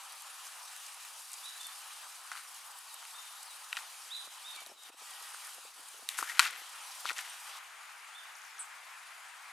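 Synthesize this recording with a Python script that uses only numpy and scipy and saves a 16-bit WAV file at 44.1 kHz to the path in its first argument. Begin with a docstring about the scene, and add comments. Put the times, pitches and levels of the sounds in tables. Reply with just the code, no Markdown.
"""Soft boots walk up rough stone paving and pass on the left: soles ring the slabs and scuff on grit.
A nylon jacket rustles and snaps; a zip pull, a rubber squeak and a thin drifting tone are brief.
Birds are gliding tones answered by trees; wind puffs are lumps of noise on the microphone.
Shaped noise gives the valley's hum and hiss; near the end the spot is quieter and duller."""
import sys
import numpy as np
from scipy import signal
from scipy.fft import rfft, irfft, next_fast_len
from scipy.io import wavfile
from scipy.ndimage import uniform_filter1d, map_coordinates

SR = 44100
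rng = np.random.default_rng(int(sys.argv[2]) if len(sys.argv) > 2 else 0)


def undo_db(level):
    """Turn decibels back into plain size, where 20 dB means ten times bigger."""
    steps = np.asarray(level, float) / 20
    return 10 ** steps


def output_pcm(signal):
    """Save a mono or channel-first signal as 16-bit PCM at the path in sys.argv[1].

    Samples are clipped to [-1, 1] before scaling.
    """
    pcm = np.clip(np.atleast_2d(signal).T, -1, 1) * 32767
    wavfile.write(sys.argv[1], SR, np.round(pcm).astype(np.int16))


N = 419832
MOVE_S = 7.59  # from here on: the quieter spot


def unit(x):
    """x at rms 1."""
    return x / np.sqrt(np.mean(x ** 2) + 1e-20)


def along(points, hz):
    """(Hz, value) points read on a log frequency axis."""
    f, v = np.transpose(points)
    return np.interp(np.log(hz + 1), np.log(f + 1), v)


def curves(rows):
    """One value per sample for each column after the time."""
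    s, *cols = np.transpose(rows)
    return [np.interp(np.arange(N) / SR, s, c) for c in cols]


def lasting(rows, fade_s):
    """1 while a table lasts, with soft ends."""
    t = np.arange(N) / SR
    to_edge_s = np.minimum(t - rows[0][0], rows[-1][0] - t)
    return np.clip(to_edge_s / fade_s + .5, 0, 1)


def away(s, rise_s, fall_s):
    """0 at second s, growing to 1 a rise before it and a fall after it."""
    t = np.arange(N) / SR - s
    return np.maximum(-t / rise_s, t / fall_s)


def wobble(rate_hz):
    """A smooth random curve, rate_hz knots a second."""
    knots = rng.standard_normal(int(N * rate_hz / SR) + 4)
    return map_coordinates(knots, [np.arange(N) * rate_hz / SR])


def filtered(x, response):
    """x times a response of frequency."""
    m = next_fast_len(x.shape[-1] + 4096)
    return irfft(rfft(x, m) * response(np.fft.rfftfreq(m, 1 / SR)), m)[..., :x.shape[-1]]


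def band(hz, centre_hz, q):
    """Response of a causal resonance."""
    return 1j * hz * centre_hz / q / (centre_hz ** 2 - hz ** 2 + 1j * hz * centre_hz / q)


def panned(x, db):
    """Left and right, db apart."""
    return np.array([x * undo_db(db / 2), x * undo_db(-db / 2)])


def add(out, x, s):
    """Mixes x into out from second s."""
    part = out[:, round(s * SR):][:, :x.shape[1]]
    part += x[:, :part.shape[1]]


def sine(hz):
    """A sine that follows a frequency curve."""
    return np.sin(2 * np.pi * np.cumsum(hz) / SR)


def rush(spectrum, patchy_db, narrow=1):
    """Wide noise of rms 1 with patches of random gain."""
    # left-right likeness: f/Hz, correlation before narrow
    alike = [(120, .2), (300, 1), (640, 0.99), (1400, 0.77), (3100, 0.85), (5000, 0.76), (8400, 0.96),
             (11000, 0.73), (15000, 0.45)]
    z = signal.stft(rng.standard_normal((2, N)), nperseg=512)[2]
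    field = uniform_filter1d(rng.standard_normal(z.shape[1:]), 6, 0)
    field = uniform_filter1d(field, 10, 1)
    pair = signal.istft(z * undo_db(patchy_db * unit(field)), nperseg=512)[1][:, :N]

    def mid_side(hz):
        turn = np.arccos(np.clip(narrow * along(alike, hz), -1, 1)) / 2
        return undo_db(along(spectrum, hz)) * [np.cos(turn), np.sin(turn)]

    mid, side = filtered(pair, mid_side)
    return unit(np.array([mid + side, mid - side]))


def crackle(spread_db):
    """Noise of rms 1 whose size jumps from grain to grain."""
    return unit(rng.standard_normal(N) * undo_db(spread_db * np.tanh(wobble(700))))


def drifting_tone(rows, rough):
    """An unsteady tone along (t, f, level) rows; rough is the share by which the pitch jitters."""
    hz, db = curves(rows)
    tone = sine(hz * (1 + rough * wobble(200)))
    return panned(lasting(rows, .004) * undo_db(db + 2.5 * wobble(150)) * tone, 1.1)


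def air():
    """Smooth valley hum whose colour follows the spot; treble flutters as nylon rubs on nylon."""
    # background before the move: t/s, hum level/dB, treble hiss and rustle level/dB
    air_levels = [(0, -53.5, -52.5), (.4, -52, -52), (.9, -53, -51.5), (1.45, -54, -50), (1.9, -51.5, -51),
                  (2.2, -53.5, -52.5), (2.5, -54, -52), (2.85, -54, -53.5), (3.1, -53, -51.5),
                  (3.5, -54, -52), (3.8, -52, -53), (4.12, -54.5, -52), (4.6, -51.5, -52.5),
                  (4.95, -54, -55.5), (5.12, -51.5, -51), (5.45, -51, -50), (5.65, -55.5, -53.5),
                  (6.1, -55, -54.5), (6.5, -51.5, -55), (6.9, -50.5, -50.5), (7.2, -51, -53),
                  (7.58, -48.5, -52)]
    # the same two levels after it: hum level/dB, hiss level/dB
    quiet_spot_db = (-51.3, -59)
    # hum spectrum by the gate, before the move: f/Hz, relative density/dB
    gate_hum = [(71, -86), (120, -60), (475, -21), (515, -17.5), (669, -12), (775, -3.5), (1230, -1),
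                (1670, -5.5), (1850, -5.5), (2100, -8.5), (2400, -5.5), (3070, -5), (3330, -7.5),
                (4540, -13), (6000, -13.5), (7800, -35), (13200, -120)]
    # hum spectrum after the move: f/Hz, relative density/dB
    quiet_hum = [(71, -96), (120, -66), (182, -48.5), (410, -25), (557, -21.5), (758, -8), (1070, -4),
                 (1330, -2), (2450, -6.5), (3390, -13), (4960, -19), (5330, -21), (6740, -19),
                 (9000, -30.5), (11700, -58.5), (19800, -120)]
    # hiss and rustle spectrum: f/Hz, relative density/dB
    hiss_spectrum = [(2350, -31), (4000, -1.5), (4140, -7.5), (4520, -2), (5570, -5), (6070, -3.5),
                     (9660, -1), (11200, -5), (14400, -10.5), (16000, -25)]
    at_gate = np.arange(N) < MOVE_S * SR
    hum_db, hiss_db = [np.where(at_gate, db, quiet_db)
                       for db, quiet_db in zip(curves(air_levels), quiet_spot_db)]
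    by_gate = rush(gate_hum, patchy_db=1.6) * undo_db([[.8], [-.8]])
    after_move = rush(quiet_hum, patchy_db=1.0, narrow=0.91) * undo_db([[1.4], [-1.4]])
    hum = undo_db(hum_db + 0.54 * wobble(15)) * np.where(at_gate, by_gate, after_move)
    flutter_db = 0.27 * wobble(22) + 1.1 * wobble(90)
    hiss = rush(hiss_spectrum, patchy_db=1.7) * undo_db([[.4], [-.4]])
    return hum + undo_db(hiss_db + flutter_db) * hiss


def jacket():
    """Each crease is a short bright noise snap; fainter ones fall at random before the move."""
    # loudest creases: t/s, level/dB, f/Hz
    loud_ticks = [(.1216, -37, 8780), (.2204, -35, 10300), (.4683, -34, 6660), (.4766, -34, 6900),
                  (.865, -35, 5640), (1.3174, -33, 7950), (1.3316, -30, 8500), (1.339, -31, 6500),
                  (1.4421, -38, 7050), (1.6116, -32.5, 6980), (1.63, -33, 5660), (1.6676, -32, 9930),
                  (2.5451, -35, 8650), (2.7866, -36, 9410), (2.9417, -33, 11000), (3.43, -35, 8700),
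                  (5.4494, -37, 8500), (5.469, -34, 9200), (5.5464, -36, 11000), (5.886, -36, 8990),
                  (7.0055, -33.5, 10900), (7.1307, -32, 6300), (7.1821, -28, 6300), (7.2094, -33, 9880)]
    t60_s, faint_db, faint_hz = .021, -38, 9000  # faint: loudest level, middle frequency
    out, t = np.zeros((2, N)), np.arange(SR // 4) / SR
    faint = [(u * MOVE_S, faint_db - 5 * v, faint_hz * (.8 + .4 * w))
             for u, v, w in rng.random(size=(18, 3))]
    for s, db, hz in loud_ticks + faint:
        burst = rng.standard_normal((2, len(t))) * undo_db(-60 * t / t60_s)
        mid, side = filtered(burst, lambda f: band(f, hz, 1.4) ** 2)
        add(out, undo_db(db) * (mid + 0.28 * side * [[1], [-1]]), s)
    return out


def steps():
    """A sole loads the slab, then grit points give way: they ring its modes and crack in the treble."""
    # sole on stone: t/s, peak level/dB, main ring f/Hz, treble re peak/dB, left-right/dB
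    knocks = [(.764, -38.5, 2450, 14, 5), (1.05, -39, 1540, 5, 7), (2.3166, -25, 1600, -12, 1),
              (2.3195, -31, 1450, -16, 1), (2.335, -37, 1370, -11, 1.5), (2.353, -34, 1550, -16, 2),
              (2.362, -37, 1800, -14, 2), (3.027, -37, 1530, -10, 3), (3.052, -37, 2430, 3, 5),
              (3.081, -45, 1020, 8, 6), (3.7283, -20.5, 2200, -13, 1.5), (3.731, -32, 2300, -12, 1.5),
              (3.753, -35, 2450, -10, 4), (3.762, -30, 2300, -16, 2), (3.7693, -21, 1900, -14, 1),
              (3.7722, -28, 3300, -16, 1), (3.774, -30, 1300, -16, 1), (3.789, -36, 1200, -16, 1),
              (4.279, -42, 1400, 3, -.5), (4.562, -36, 4300, 10, 0), (4.663, -37, 3900, 9, -1),
              (5.345, -34, 1600, -10, -2), (6.089, -21, 3020, 5, 1), (6.188, -22, 1250, -2, 7),
              (6.196, -31, 1400, 0, 4), (6.21, -30, 1400, -2, 4), (6.2265, -21, 996, -2.5, 4),
              (6.3936, -2.5, 1300, -6, 4), (6.3984, -7, 1400, -13, 6), (6.406, -22, 2700, -8, 3),
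              (6.426, -24.5, 1800, -4, -2), (6.451, -26, 2650, -8, 3), (6.457, -27, 1500, -10, 2),
              (6.461, -23, 1500, -7, 0), (6.466, -29, 3900, -10, 2), (7.0548, -23, 1190, -22, 6.5),
              (7.09, -25, 2400, -16, 7), (7.096, -22, 1900, -16, 9), (7.104, -23, 1600, -18, 2),
              (7.113, -28, 2000, -13, 5), (7.118, -32, 1000, -16, 5), (7.189, -26, 2100, -13, -2),
              (7.476, -36.5, 1120, 1, 0)]
    # slab modes: f/Hz, relative level/dB, share of the knock's t60
    slab_modes = [(1000, -5, 1.0), (1410, 0, 1.3), (1870, -3, 1.1), (2350, -4, .9), (2620, -1, .9),
                  (3080, -1, .8), (3870, 4, .9), (4350, 0, .7), (5790, -6, .6), (6870, -6, .6),
                  (8960, -3, .8), (9560, -6, .6)]
    full_t60_s, longer_s_per_db = .018, .0004  # full-scale blow; softer blows die sooner
    reach_db, narrower_per_db = .8, .8  # loss per octave squared; softer blows wake fewer modes
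    click_db, click_t60_s = -3, .003  # broad stony click under the ring
    press_s = .0002  # time constant of the soft sole's loading
    out, t = np.zeros((2, N)), np.arange(SR // 10) / SR
    press = 1 - np.exp(-t / press_s)
    for s, db, hz, treble_db, pan_db in knocks:
        t60_s = max(full_t60_s + longer_s_per_db * db, .006)
        ring = np.zeros(len(t))
        for mode_hz, mode_db, share in slab_modes:
            # where the sole lands decides which modes speak
            loss_db = (reach_db - narrower_per_db * db) * np.log2(mode_hz / hz) ** 2
            level_db = mode_db - loss_db + rng.normal(0, 1.6)
            decay = undo_db(level_db - 60 * t / (t60_s * share))
            ring += decay * np.sin(2 * np.pi * (mode_hz * rng.normal(1, 0.02) * t + rng.random()))
        grit_points = rng.standard_normal(100) * undo_db(-60 * t[:100] / .005) * .06
        grit_points[0] = 1
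        crack_noise = rng.standard_normal(len(t)) * press * undo_db(-60 * t / (0.64 * t60_s))
        crack = filtered(crack_noise, lambda f: band(f, 8000, .9) ** 2)
        knock = np.convolve(ring * press, grit_points)[:len(t)]
        click_noise = rng.standard_normal(len(t)) * undo_db(click_db - 60 * t / click_t60_s)
        click = filtered(click_noise, lambda f: band(f, 4300, .6) ** 2)
        knock = knock / np.abs(knock).max() + click
        add(out, panned(undo_db(db) * knock / np.abs(knock).max(), pan_db), s)
        add(out, panned(undo_db(db + treble_db) * crack, .4 * pan_db), s)
    return out


def whistles():
    """Whistled notes: unsteady pure tones that arch up and down."""
    # notes: top t/s, rise/s, fall/s, start f/Hz, top f/Hz, end f/Hz, level/dB
    notes = [(1.482, .06, .022, 3200, 3960, 3750, -43.5), (1.625, .035, .04, 3400, 3590, 3150, -49.5),
             (4.15, .056, .036, 2900, 4020, 3100, -37.5), (4.484, .042, .036, 3420, 3760, 3050, -42.5),
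             (8.18, .056, .036, 2900, 3620, 2850, -48.5)]
    thin_top, pan_db = .45, -3  # share of tone lost at the top of the arch; bird to the right
    out, t = np.zeros((2, N)), np.arange(N) / SR
    for s, rise_s, fall_s, start_hz, top_hz, end_hz, db in notes:
        u = np.clip(away(s, rise_s, fall_s), 0, 1)
        hz = top_hz + (np.where(t < s, start_hz, end_hz) - top_hz) * u ** 2
        swell = (1 - u ** 1.8) * (1 - thin_top * np.exp(-(u / .22) ** 2))
        out += panned(swell * undo_db(db + 3 * wobble(90)) * sine(hz), pan_db)
    return out


def chips():
    """Small birds: short pure sweeps and level notes, slightly unsteady in level."""
    # notes: t/s, length/s, start f/Hz, end f/Hz, level/dB
    notes = [(1.64, .03, 4400, 4300, -56), (2.47, .035, 5000, 5900, -57), (2.84, .11, 6400, 3700, -58),
             (3.145, .05, 3660, 3620, -52), (3.185, .025, 5200, 5600, -55), (3.21, .12, 3660, 3620, -62),
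             (3.435, .1, 6300, 3750, -55), (3.815, .09, 5900, 3950, -62), (4.3, .04, 6300, 6400, -61),
             (4.53, .03, 4330, 4420, -55), (4.565, .055, 2320, 2280, -55), (4.69, .035, 5200, 5500, -54),
             (4.73, .115, 4350, 3640, -56), (8.478, .005, 6200, 4600, -55), (8.507, .01, 5400, 5000, -57),
             (8.58, .007, 7000, 5200, -50)]
    # four quick chips: first t/s, spacing/s, length/s, start f/Hz, end f/Hz, level/dB
    first_s, spacing_s, *chip = (8.352, .0325, .005, 7600, 4600, -50)
    trill = [(first_s + k * spacing_s, *chip) for k in range(4)]
    out = np.zeros((2, N))
    for s, length_s, start_hz, end_hz, db in notes + trill:
        u = np.linspace(0, 1, round(length_s * SR))
        hz = end_hz + (start_hz - end_hz) * (1 - u) ** (1 + 13 * length_s)
        add(out, panned(undo_db(db) * np.sin(np.pi * u) ** .5 * sine(hz), 3), s)
    return undo_db(2.5 * wobble(80)) * out


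def scuffs():
    """Grit rolls under a dragging sole: uneven grains in a resonance set by the drag, and a bright band."""
    # drags: peak t/s, rise/s, fall/s, peak level/dB, main f/Hz, treble re peak/dB
    drags = [(2.322, .004, .02, -50, 1450, -9), (2.373, .02, .035, -49.5, 1520, -14),
             (3.775, .005, .02, -51, 3000, -4), (3.79, .01, .05, -56, 1820, 2),
             (6.096, .005, .025, -52, 2600, 6), (6.145, .05, .05, -55, 2200, 4),
             (6.186, .01, .02, -47, 1540, 12), (6.212, .015, .015, -51, 1600, 5),
             (6.234, .004, .025, -51, 1660, 4), (6.3, .05, .06, -47.5, 1800, 2),
             (6.385, .04, .01, -50, 1530, -8), (6.405, .006, .05, -41, 1540, 0),
             (6.406, .004, .012, -44, 3500, -6), (6.43, .015, .02, -44, 2200, -4),
             (6.458, .02, .05, -42, 1870, -9), (6.56, .07, .06, -53, 1900, -12),
             (7.064, .012, .012, -53, 3300, -14), (7.086, .03, .03, -44, 3300, -13),
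             (7.112, .02, .01, -50, 1900, -14), (7.165, .008, .03, -50, 2300, -6),
             (7.19, .02, .05, -47, 2000, -5), (7.28, .07, .04, -55, 1750, -2)]
    # resonances blended to reach the main frequency: f/Hz
    drag_hz = [1100, 1500, 2000, 2700, 3500]
    edge_db, pan_db = 12, 4  # level lost over a rise or a fall; drags left of centre
    grit = crackle(spread_db=6)
    tones = [unit(filtered(grit, lambda f: band(f, c, 4))) for c in drag_hz]
    wide = unit(filtered(grit, lambda f: band(f, 2300, 1.0)))
    bright = unit(filtered(crackle(spread_db=1.5), lambda f: band(f, 8200, 0.8) ** 2))
    out = np.zeros((2, N))
    for s, rise_s, fall_s, db, hz, treble_db in drags:
        u = away(s, rise_s, fall_s)
        place = np.interp(hz, drag_hz, np.arange(len(tones)))
        dull = sum(np.clip(1 - np.abs(place - k), 0, 1) ** .5 * tone for k, tone in enumerate(tones))
        drag = 1.14 * dull + 0.85 * wide + undo_db(treble_db) * bright
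        out += panned((u < 1.5) * undo_db(db - edge_db * u) * drag, pan_db)
    return out


def wind():
    """Air stirred by the passing body hits the capsule in short rough lumps over softer buffeting."""
    # buffeting between lumps: t/s, level before the spectrum/dB
    breeze = [(3.9, -62), (4.54, -63), (4.73, -52), (5.0, -60), (5.56, -60), (5.8, -51), (6.05, -59),
              (6.4, -58), (6.49, -52), (6.7, -64), (7.03, -60), (7.4, -62)]
    # strongest lumps: t/s a sixth of the way in, level before the spectrum/dB
    lumps = [(4.239, -40), (4.269, -34), (4.558, -38), (4.614, -36), (4.662, -36), (4.693, -31),
             (4.713, -28.5), (4.894, -33), (4.938, -35), (5.016, -34), (5.213, -41), (5.335, -41),
             (5.579, -33), (5.647, -37), (5.789, -38), (5.939, -38), (5.989, -37), (6.023, -33),
             (6.19, -29), (6.22, -25), (6.45, -37), (6.578, -39), (6.615, -39), (7.046, -27), (7.108, -30)]
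    # puff spectrum: f/Hz, gain/dB
    puff_spectrum = [(80, -48), (150, -13), (300, -7.5), (500, -6.5), (800, -8), (1500, -19), (3000, -60)]
    lump_s = .018
    breeze_db, = curves(breeze)
    buffeting = lasting(breeze, .1) * undo_db(breeze_db + 4.6 * wobble(30)) * rng.standard_normal(N)
    out = panned(buffeting, 1.1)
    for s, db in lumps:
        lump = np.hanning(round(lump_s * SR))
        add(out, panned(undo_db(db) * lump * rng.standard_normal(len(lump)), 1.9), s - lump_s / 6)
    return filtered(out, lambda f: undo_db(along(puff_spectrum, f)))


def faint_tone():
    """A thin, slightly rough tone drifts as the walker passes."""
    # tone: t/s, f/Hz, level/dB
    faint_rows = [(5.07, 1960, -61), (5.11, 1890, -60), (5.2, 1915, -61), (5.27, 1910, -60),
                  (5.3, 1830, -63)]
    return drifting_tone(faint_rows, rough=.008)


def squeak():
    """Rubber slips on stone: a short, rougher tone gliding upward."""
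    # tone: t/s, f/Hz, level/dB
    slip_rows = [(6.268, 1444, -52.5), (6.3, 1890, -38), (6.31, 2050, -48.5)]
    return drifting_tone(slip_rows, rough=.03)


def zip_pull():
    """A small metal tab rings; later a short, narrow ring sounds: decaying sines."""
    # partials: t/s, f/Hz, level/dB, t60/s
    partials = [(6.574, 11719, -50, .25), (6.574, 14659, -54, .2), (7.298, 8800, -38, .025)]
    out, t = np.zeros((2, N)), np.arange(SR // 4) / SR
    for s, hz, db, t60_s in partials:
        add(out, panned(undo_db(db - 60 * t / t60_s) * np.sin(2 * np.pi * hz * t), 0), s)
    return out


def warble():
    """A bird's tone swings quickly in pitch while its centre falls; a rock close by echoes it."""
    # note: t/s, length/s, starting centre f/Hz, starting swing/Hz, turns per s, level/dB
    s, length_s, centre_hz, swing_hz, turns_hz, db = (8.592, .042, 8850, 900, 80, -39)
    # rock echo: delay/s, level/dB
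    echo_s, echo_db = (.004, -3)
    out = np.zeros((2, N))
    u = np.linspace(0, 1, round(length_s * SR))
    swing = swing_hz * (1 - .4 * u) * np.cos(2 * np.pi * turns_hz * length_s * u)
    hz = centre_hz - 900 * u + swing
    note = panned(undo_db(db) * np.sin(np.pi * u ** .3) ** .5 * sine(hz), 0)
    add(out, note, s)
    add(out, undo_db(echo_db) * note, s + echo_s)
    return out


def answer(x, t60s, swell_s):
    """Diffuse echo of the surroundings: swells, then each frequency dies at its own speed."""
    hz, t, z = signal.stft(rng.standard_normal((2, SR // 2)), SR, nperseg=256)
    envelope = (1 - np.exp(-t / swell_s)) * undo_db(-60 * t / along(t60s, hz)[:, None])
    tail = signal.istft(z * envelope, SR, nperseg=256)[1]
    delayed = np.pad(x, ((0, 0), (400, 0)))  # samples
    return signal.fftconvolve(delayed, tail / np.linalg.norm(tail[0]), axes=1)[:, :N]


def scene():
    """Near sounds are nearly dry and thin in the bass, far birds wet."""
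    # answer of gate and rocks: f/Hz, t60/s
    yard_t60 = [(500, 0.24), (3700, .6), (8000, 0.08)]
    # answer of the wood behind the birds: f/Hz, t60/s
    trees_t60 = [(2500, .25), (3700, .5), (6000, .2), (9000, .08)]
    # brief dips of all far sound: deepest t/s, fall/s, recovery/s, level/dB
    dips = [(4.285, .025, .035, -5), (4.645, .015, .06, -6), (4.76, .1, .11, -10), (4.912, .02, .025, -12),
            (4.955, .03, .045, -9), (5.73, .05, .05, -4)]
    thin = signal.butter(4, [750, 13500], "band", fs=SR, output="sos")
    near = jacket() + steps() + scuffs() + faint_tone() + squeak() + zip_pull()
    near = signal.sosfilt(thin, near)
    far = whistles() + chips() + warble()
    dip_db = sum(db * np.clip(1 - away(s, fall_s, recovery_s), 0, 1)
                 for s, fall_s, recovery_s, db in dips)
    near_wet = near + answer(undo_db(-27) * near, yard_t60, swell_s=.002)
    far_wet = far + answer(undo_db(-6.5) * far, trees_t60, swell_s=.008)
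    return near_wet + undo_db(dip_db) * (far_wet + air()) + wind()


def roll_off(x):
    """The treble ends steeply here."""
    return signal.sosfilt(signal.butter(12, 15830, fs=SR, output="sos"), x)


def record(dry):
    """A low cut against wind, then two ports whose phases part in the top treble."""
    # port phase: f/Hz, left lead/rad
    port_lead = [(9800, 0), (11500, .6), (12600, .7), (14300, 2.1), (16000, 2.3)]
    low_cut = signal.butter(2, 400, "high", fs=SR, output="sos")
    ports = filtered(signal.sosfilt(low_cut, dry),
                     lambda hz: np.exp(.5j * along(port_lead, hz) * [[1], [-1]]))
    return roll_off(ports)


dry = scene()
out = record(dry)
output_pcm(out)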